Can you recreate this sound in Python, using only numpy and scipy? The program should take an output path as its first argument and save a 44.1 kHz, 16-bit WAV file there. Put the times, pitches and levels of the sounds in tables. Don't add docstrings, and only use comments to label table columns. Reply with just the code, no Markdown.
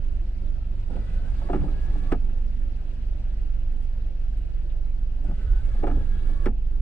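import sys
import numpy as np
from scipy import signal
from scipy.fft import rfft, irfft, next_fast_len
from scipy.io import wavfile

SR = 44100
rng = np.random.default_rng(int(sys.argv[2]) if len(sys.argv) > 2 else 0)


def file_out(sig):
    cols = np.atleast_2d(sig).T
    lim = np.clip(cols, -1, 1)
    pcm = np.round(lim * 32767).astype(np.int16)
    wavfile.write(sys.argv[1], SR, pcm)


N = 300321

# time_s, rumble_db, hiss_db
OUTSIDE_LEVELS = [(0.0, -50.5, -64), (0.88, -48, -63.5), (2.27, -46, -63), (2.56, -50.5, -63.5),
                  (3.01, -48, -63), (3.8, -50.5, -64.5), (4.4, -50, -64.5), (4.8, -50.5, -65.5),
                  (5.2, -50.5, -65), (6.5, -51, -69), (6.8, -50.5, -65.5)]
# frequency_hz, density_db
RUMBLE_SPECTRUM = [(65, -41), (95, 6), (110, -12), (126, -13.5), (145, -3), (162, -6.5), (194, -5),
                   (259, -9), (360, -11.5), (416, -19), (594, -16), (1100, -32), (1430, -65), (2420, -120)]
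HISS_SPECTRUM = [(800, -6), (1100, -2.5), (1400, 1.5), (1700, -0.5), (2100, -4), (2700, -1.5), (3300, -7.5),
                 (4000, -10), (5000, -13), (6200, -20), (7700, -18.5), (9000, -29), (10000, -21),
                 (11800, -36.5)]
# start_s, level_db, pitch_hz, decay_s
ROOF_DROPS = [(3.332, -61, 1500, 0.0057), (3.719, -72, 9200, 0.013), (3.825, -72, 8800, 0.022),
              (4.371, -60.5, 3280, 0.01), (4.372, -68.5, 9000, 0.015), (4.701, -58.5, 3270, 0.012),
              (4.715, -63.5, 2600, 0.012)]
# start_s, end_s, start_hz, end_hz, level_db
BRIEF_TONES = [(0.097, 0.883, 167, 222.5, -59.5), (2.235, 2.918, 227.2, 237.7, -56.5)]
# frequency_hz, density_db
BOOM_SPECTRUM = [(15, -11.5), (24, 5), (34, 4), (45, 3.5), (58, -25.5), (70, -14), (80, -22),
                 (100, -12.5), (120, -39.5), (140, -34)]
# time_s, firing_hz, first_order_db, second_order_db
IDLE_CURVE = [(0.0, 23.75, -26, -30.5), (0.58, 23.95, -27.5, -31.3), (1.04, 23.55, -27, -34),
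              (1.5, 23.45, -27, -30), (1.96, 23.2, -22, -32), (2.42, 23.25, -23, -30.5),
              (2.88, 22.92, -30, -32), (3.11, 22.97, -25, -32), (3.8, 23.22, -25, -32),
              (4.26, 22.72, -26, -32), (4.72, 22.85, -23.5, -32), (5.18, 22.58, -24.5, -31),
              (5.64, 22.65, -24, -28), (6.1, 22.46, -23.7, -27), (6.81, 22.76, -23.3, -27.5)]
# multiple, level_db
ENGINE_ORDERS = [(3, -42), (4, -46.5), (6, -55), (8, -64)]
# time_s, gear_hz, second_db, third_db, fourth_db
MOTOR_RUNS = [
    [(.91, 480, -62, -63, -72), (1.07, 492.3, -89, -65.5, -64.5), (1.18, 506.2, -78, -60.5, -68),
     (1.27, 505.3, -75, -55.5, -87), (1.3, 541.5, -71, -70, -68), (1.48, 561, -54, -61, -69),
     (1.72, 545.5, -62, -63, -71), (1.8, 552, -64, -58.5, -70), (1.95, 572, -58, -60, -71),
     (2.02, 566, -60, -61, -67), (2.13, 578.6, -46.5, -64, -69)],
    [(5.25, 485.4, -68, -63, -72), (5.38, 512, -86, -62.5, -67), (5.48, 487, -70, -59.5, -65),
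     (5.61, 505.5, -69, -57.5, -86), (5.64, 549, -77, -77, -64), (5.74, 560.7, -61, -62.5, -69.5),
     (5.92, 562, -67, -62, -76), (6.01, 548, -84, -57, -68), (6.08, 543, -75, -63, -74),
     (6.14, 550, -68, -55, -68.5), (6.28, 570, -64, -61, -69), (6.36, 568, -59, -65, -70),
     (6.465, 560, -47, -56, -82)],
]
# pitch_hz, level_db, t60_s
HOUSING_MODES = [(1313, -69, 0.065), (3500, -79.5, 0.05), (4795, -81, 0.045)]
# time_s, shake_db, drag_db, film_db
SWEEP_LEVELS = [(0.88, -48.5, -32.5, -64), (0.975, -28.5, -42.5, -64), (1.04, -33, -46.5, -63),
                (1.15, -26, -49.5, -62), (1.3, -27.5, -55.5, -63.5), (1.4, -29, -49.5, -59),
                (1.49, -41.5, -46.5, -61.5), (1.64, -19, -36, -62), (1.71, -31, -43.5, -61),
                (1.77, -26, -48, -61.5), (1.96, -30, -45, -60.5), (2.09, -32.5, -46, -60.5),
                (2.15, -27.5, -40, -54), (2.24, -32.5, -54.5, -70)]
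# frequency_hz, density_db
SHAKE_SPECTRUM = [(22, -11.5), (30, 12.5), (38, 1), (50, 4), (62, 1.5), (100, -11), (130, -48)]
DRAG_SPECTRUM = [(71, -39.5), (120, -0.5), (194, 3.5), (241, -8.5), (318, -5), (431, -13), (580, -11),
                 (649, -43.5), (711, -6.5), (1100, -45.5), (1430, -52), (2420, -120)]
FILM_SPECTRUM = [(800, -26), (1100, 1), (1400, -1), (1700, 0.5), (2100, -10.5), (2700, -6), (3300, -14),
                 (4000, -9.5), (5000, -24), (6200, -19), (7700, -19), (9000, -21.5), (10000, -35.5),
                 (11800, -27.5)]
SLAP_SPECTRUM = [(400, -2.5), (1000, 16.5), (2000, 4.5), (3500, -9.5), (6000, -22), (11500, -31)]
# pitch_hz, level_db, t60_s
COWL_MODES = [(213.1, -6.5, 0.16), (251, -5.5, 0.14), (293.5, -1.5, 0.2), (350, 4, 0.037),
              (379, 1.5, 0.086), (452, -3.5, 0.12), (582, -1, 0.064), (705.7, 0, 0.073), (818, 3.5, 0.066),
              (1224, 5, 0.048), (1376, 1, 0.04), (1717, -4, 0.038), (1682, -9.5, 0.069),
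              (1820, -12.5, 0.069), (2100, -9.5, 0.022), (2300, -1.5, 0.024), (2773, -7.5, 0.045),
              (3250, -7.5, 0.012), (3540, -13, 0.0052), (4330, -14.5, 0.012), (5500, -12, 0.014),
              (7450, -15.5, 0.01), (7860, -8.5, 0.01), (9000, -13.5, 0.01), (10600, -23.5, 0.012)]
# start_s, thump_db, thump_hz, middle_db, bright_db, snap_db
BLADE_KNOCKS = [(0.904, -33, 252.5, -11.5, -30.5, -17.5), (0.965, -38, 269, -1.5, -13.5, -37),
                (1.416, -38.5, 225, -2, -18.5, -29), (1.486, -32.5, 196.5, -6, -14.5, -35.5),
                (1.494, -37.5, 354, 8, -18.5, -28), (1.499, -24.5, 349, -5, -21, -36),
                (1.529, -29, 465, -1, -7, -21.5), (1.536, -28.5, 303, -8.5, -15.5, -27),
                (1.545, -27, 396, -8, -15.5, -28), (1.556, -22.5, 286, -20, -20, -37.5),
                (1.57, -31.5, 288, -18.5, -19, -36), (1.592, -31, 253, -25.5, -28, -38),
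                (1.612, -32, 235, -22.5, -19, -28), (1.635, -33.5, 301, -18.5, -32.5, -46.5),
                (1.655, -35, 272, -21, -26.5, -41), (1.679, -32, 295, -25.5, -17.5, -42),
                (1.952, -33, 312, -7.5, -36.5, -29), (2.111, -35.5, 304, -7, -13, -30.5),
                (2.118, -19.5, 205, -14.5, -12, -21.5), (2.122, -19, 383, -16.5, -16, -18.5),
                (2.128, -24, 408, -14.5, -19, -26.5), (2.142, -23.5, 209, -15.5, -25, -36),
                (5.243, -33.5, 250, -13, -30, -16), (5.292, -39, 314, -11, -19.5, -37.5),
                (5.309, -39.5, 263.5, -4, -17.5, -30.5), (5.748, -43, 219, 0, -20, -23.5),
                (5.776, -42, 331, -13, -21.5, -24), (5.822, -38.5, 223, -2, -13.5, -32),
                (5.832, -26, 348, -2.5, -18, -36), (5.838, -24, 347, -6.5, -17, -41),
                (5.851, -32.5, 303, -1.5, -23, -39), (5.867, -31.5, 401, -1, -7, -22),
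                (5.875, -29, 332, 0.5, -11, -23), (5.884, -33, 297, -6, -11.5, -25),
                (5.897, -28.5, 246, -11.5, -18, -35.5), (5.91, -26, 261, -16, -18.5, -35.5),
                (5.937, -30, 270, -26.5, -27.5, -42), (5.955, -31.5, 257, -24.5, -26.5, -40),
                (5.977, -36.5, 279, -27.5, -35.5, -40), (6, -39.5, 231, -27, -30.5, -42),
                (6.289, -37, 307, -6.5, -39, -30), (6.457, -21, 214.5, -20, -11, -17),
                (6.461, -21, 380, -17, -12.5, -28), (6.469, -28, 227.5, -15, -15, -30.5),
                (6.481, -22.5, 207.4, -23, -28.5, -43)]
# frequency_hz, gain_db
SIDE_GAIN = [(20, -1), (60, -22.5), (140, -13.5), (220, -17.5), (330, -12.5), (510, -2.5), (770, -2.5),
             (1050, 4), (1300, -6.5), (1820, -5), (2780, -0.5), (4500, 3.5), (8000, -1.5), (11000, 0)]
# centre_hz, width_hz, gain_db
SUM_INTERFERENCE = [(1104, 60, -7.5), (1815, 13, 0.5), (7030, 220, -7)]
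# frequency_hz, gain_db
BALANCE = [(20, -5.5), (46, -1), (70, -1.5), (200, 0), (700, 1.5), (2000, 0), (5000, 0)]

SWEEP_INTERVAL_S = 4.337


def from_db(db):
    return 10 ** (np.asarray(db) / 20)


def unit_rms(x):
    return x / np.sqrt(np.mean(x ** 2) + 1e-20)


def in_time(rows):
    time_s, *columns = np.transpose(rows)
    return np.array([np.interp(np.arange(N) / SR, time_s, column) for column in columns])


def at_hz(spectrum, hz):
    points_hz, db = np.transpose(spectrum)
    return np.interp(np.log(hz), np.log(points_hz), db)


def during(tables, fade_s):
    t = np.arange(N) / SR
    return sum(np.clip(np.minimum(t - rows[0][0], rows[-1][0] - t) / fade_s, 0, 1) for rows in tables)


def drift(rate_hz):
    step = 40
    pole = np.exp(-2 * np.pi * step * rate_hz / SR)
    slow = signal.lfilter([1], [1, -2 * pole, pole ** 2], rng.standard_normal(N // step + 2002))[2000:]
    return np.interp(np.arange(N) / step, np.arange(len(slow)), unit_rms(slow))


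def ring(force, hz, t60_s):
    r, w = from_db(-60 / (t60_s * SR)), 2 * np.pi * hz / SR
    return signal.lfilter([0, np.sin(w)], [1, -2 * r * np.cos(w), r * r], force + 1e-18)


def coloured(x, response):
    size = next_fast_len(N + SR)
    hz = np.maximum(np.arange(size // 2 + 1) * SR / size, 1)
    return irfft(rfft(x, size) * response(hz), size)[..., :N]


def band_shares(spectrum, hz):
    inside = (hz > spectrum[0][0]) & (hz < spectrum[-1][0])
    power = inside * hz * from_db(2 * at_hz(spectrum, hz))
    return power / power.sum()


def band_noise(layers, low_flicker_db=2.5, treble_flicker_db=2.0):
    edges = 16 * 2 ** np.arange(0, 9.8, 1 / 4)
    centres = np.sqrt(edges[1:] * edges[:-1])
    power = np.array([gain ** 2 for _, gain in layers])
    shares = np.array([band_shares(spectrum, centres) for spectrum, _ in layers])
    white, out = rng.standard_normal((2, 2, N + SR)), np.zeros((2, N))
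    for k, hz in enumerate(centres):
        bandpass = signal.butter(2, edges[k:k + 2], "band", fs=SR, output="sos")
        band = unit_rms(signal.sosfilt(bandpass, white[k % 2])[:, SR:])
        flicker_db = low_flicker_db * drift(5) * (hz > 110) if hz < 1000 else treble_flicker_db * drift(26)
        gain = np.sqrt(shares[:, k] @ power) * from_db(flicker_db)
        out += gain * band * [[1], [from_db(at_hz(SIDE_GAIN, hz))]]
    return out


def wet_street():
    rumble_db, hiss_db = in_time(OUTSIDE_LEVELS)
    return [(RUMBLE_SPECTRUM, from_db(rumble_db)), (HISS_SPECTRUM, from_db(hiss_db))]


def roof_drops():
    size = 4000
    out, t = np.zeros(N + size), np.arange(size) / SR
    for start_s, level_db, hz, decay_s in ROOF_DROPS:
        spray, t60_s = rng.standard_normal(size), 6 / hz
        tone = unit_rms(ring(ring(spray, hz, t60_s), hz, t60_s))
        i = round(start_s * SR)
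        out[i:i + size] += from_db(level_db) * np.exp(-t / decay_s) * tone
    return out[:N]


def vehicle_and_hum(jitter=0.0041, wobble_db=3.5):
    spans = [[(start, start_hz, db), (end, end_hz, db)] for start, end, start_hz, end_hz, db in BRIEF_TONES]
    hz, level_db = in_time(sum(spans, []))
    phase = 2 * np.pi * np.cumsum(hz * (1 + jitter * drift(28))) / SR
    amplitude = np.sqrt(2) * from_db(level_db - wobble_db * drift(24))
    return amplitude * np.sin(phase) * during(spans, fade_s=0.16)


def cabin_boom(level_db=-34.5):
    return [(BOOM_SPECTRUM, np.full(N, from_db(level_db)))]


def idling_engine(uneven_db=1.2, slip_rad=0.45, drift_hz=1.3):
    firing_hz, first_db, second_db = in_time(IDLE_CURVE)
    phase = 2 * np.pi * np.cumsum(firing_hz) / SR
    swing_db, slip = uneven_db * drift(drift_hz), slip_rad * drift(drift_hz)
    out = from_db(first_db + swing_db) * np.cos(phase + slip)
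    out += from_db(second_db - swing_db) * np.cos(2 * phase)
    for multiple, level_db in ENGINE_ORDERS:
        out += from_db(level_db) * np.cos(multiple * phase)
    return -np.sqrt(2) * out


def wiper_motor(jitter=0.009, wobble_db=2.4):
    gear_hz, second_db, third_db, fourth_db = in_time(sum(MOTOR_RUNS, []))
    phase = 2 * np.pi * np.cumsum(gear_hz * (1 + jitter * drift(75))) / SR
    harmonics = (2, second_db), (3, third_db), (4, fourth_db), (6, third_db - 15)
    whine = sum(from_db(db + wobble_db * drift(30)) * np.sin(k * phase) for k, db in harmonics)
    brushes = rng.standard_normal(N)
    housing = sum(from_db(db) * unit_rms(ring(brushes, hz, t60_s)) for hz, db, t60_s in HOUSING_MODES)
    return (whine + housing) * during(MOTOR_RUNS, fade_s=0.0031)


def blade_friction(stick_db=2.5, shudder_db=1.0, grit_db=1.0):
    sweeps = [SWEEP_LEVELS, [(time_s + SWEEP_INTERVAL_S, *levels) for time_s, *levels in SWEEP_LEVELS]]
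    shake_db, drag_db, film_db = in_time(sum(sweeps, []))
    wiping = during(sweeps, fade_s=0.081)
    stick_slip = from_db(stick_db * drift(14.1))
    shake = wiping * from_db(shake_db + shudder_db * drift(28))
    drag = wiping * stick_slip * from_db(drag_db)
    film = during(MOTOR_RUNS, fade_s=0.0032) * stick_slip ** 0.4 * from_db(film_db + grit_db * drift(90))
    return [(SHAKE_SPECTRUM, shake), (DRAG_SPECTRUM, drag), (FILM_SPECTRUM, film)]


def blade_slaps(relative_db=-8.5, rise_s=0.0048):
    size = 2000
    envelope, age = np.zeros(N + size), np.arange(size) / SR / rise_s
    for start_s, thump_db, _, _, bright_db, _ in BLADE_KNOCKS:
        i = round(start_s * SR)
        envelope[i:i + size] += from_db(thump_db + bright_db + relative_db) * age * np.exp(1 - age)
    white, lowest_hz = rng.standard_normal(N), SLAP_SPECTRUM[0][0]
    noise = coloured(white, lambda hz: from_db(at_hz(SLAP_SPECTRUM, hz) - 60 * (hz < lowest_hz)))
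    return envelope[:N] * unit_rms(noise)


def blade_knocks(contact_s=0.0034, drive_cycles=5.6, spread_oct=0.26):
    size = 600
    out, t = np.zeros(N), np.arange(size) / SR
    contact = t * np.exp(-t / contact_s)
    for hz, mode_db, t60_s in COWL_MODES:
        force = np.zeros(N + size)
        rattles = ring(rng.standard_normal((len(BLADE_KNOCKS), size)), hz, 3 / hz)
        bursts = rattles * contact * np.exp(-t * hz / drive_cycles)
        for knock, burst in zip(BLADE_KNOCKS, bursts):
            start_s, thump_db, thump_hz, middle_db, bright_db, snap_db = knock
            if hz < 520:
                tilt_db = -6 * (np.log2(hz / thump_hz) / spread_oct) ** 2
            else:
                tilt_db = at_hz([(700, middle_db), (1200, bright_db), (1700, bright_db), (6000, snap_db)], hz)
            strength = np.hypot(abs(burst @ np.exp(2j * np.pi * hz * t)), 0.18 * abs(burst).sum())
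            i = round(start_s * SR)
            force[i:i + size] += from_db(thump_db + tilt_db + mode_db) * burst / strength
        out += ring(force[:N], hz, t60_s)
    return out


def scene():
    direct = blade_knocks() + blade_slaps() + wiper_motor() + roof_drops() + vehicle_and_hum()
    side = coloured(direct, lambda hz: 1j * from_db(at_hz(SIDE_GAIN, hz) - 2))
    noise_mid, noise_side = band_noise(cabin_boom() + wet_street() + blade_friction())
    side += noise_side
    mid = coloured(direct + noise_mid, lambda hz: from_db(
        sum(db / (1 + ((hz - centre) / width) ** 2) for centre, width, db in SUM_INTERFERENCE)))
    mid += idling_engine()
    return np.array([mid + side, mid - side])


def record(dry, cutoff_hz=11900):
    stereo = coloured(dry, lambda hz: from_db(np.outer([.5, -.5], at_hz(BALANCE, hz))))
    stereo *= during([[(0,), (N / SR,)]], fade_s=0.004)
    return signal.sosfilt(signal.cheby2(16, 50, cutoff_hz, fs=SR, output="sos"), stereo)


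dry = scene()
out = record(dry)
file_out(out)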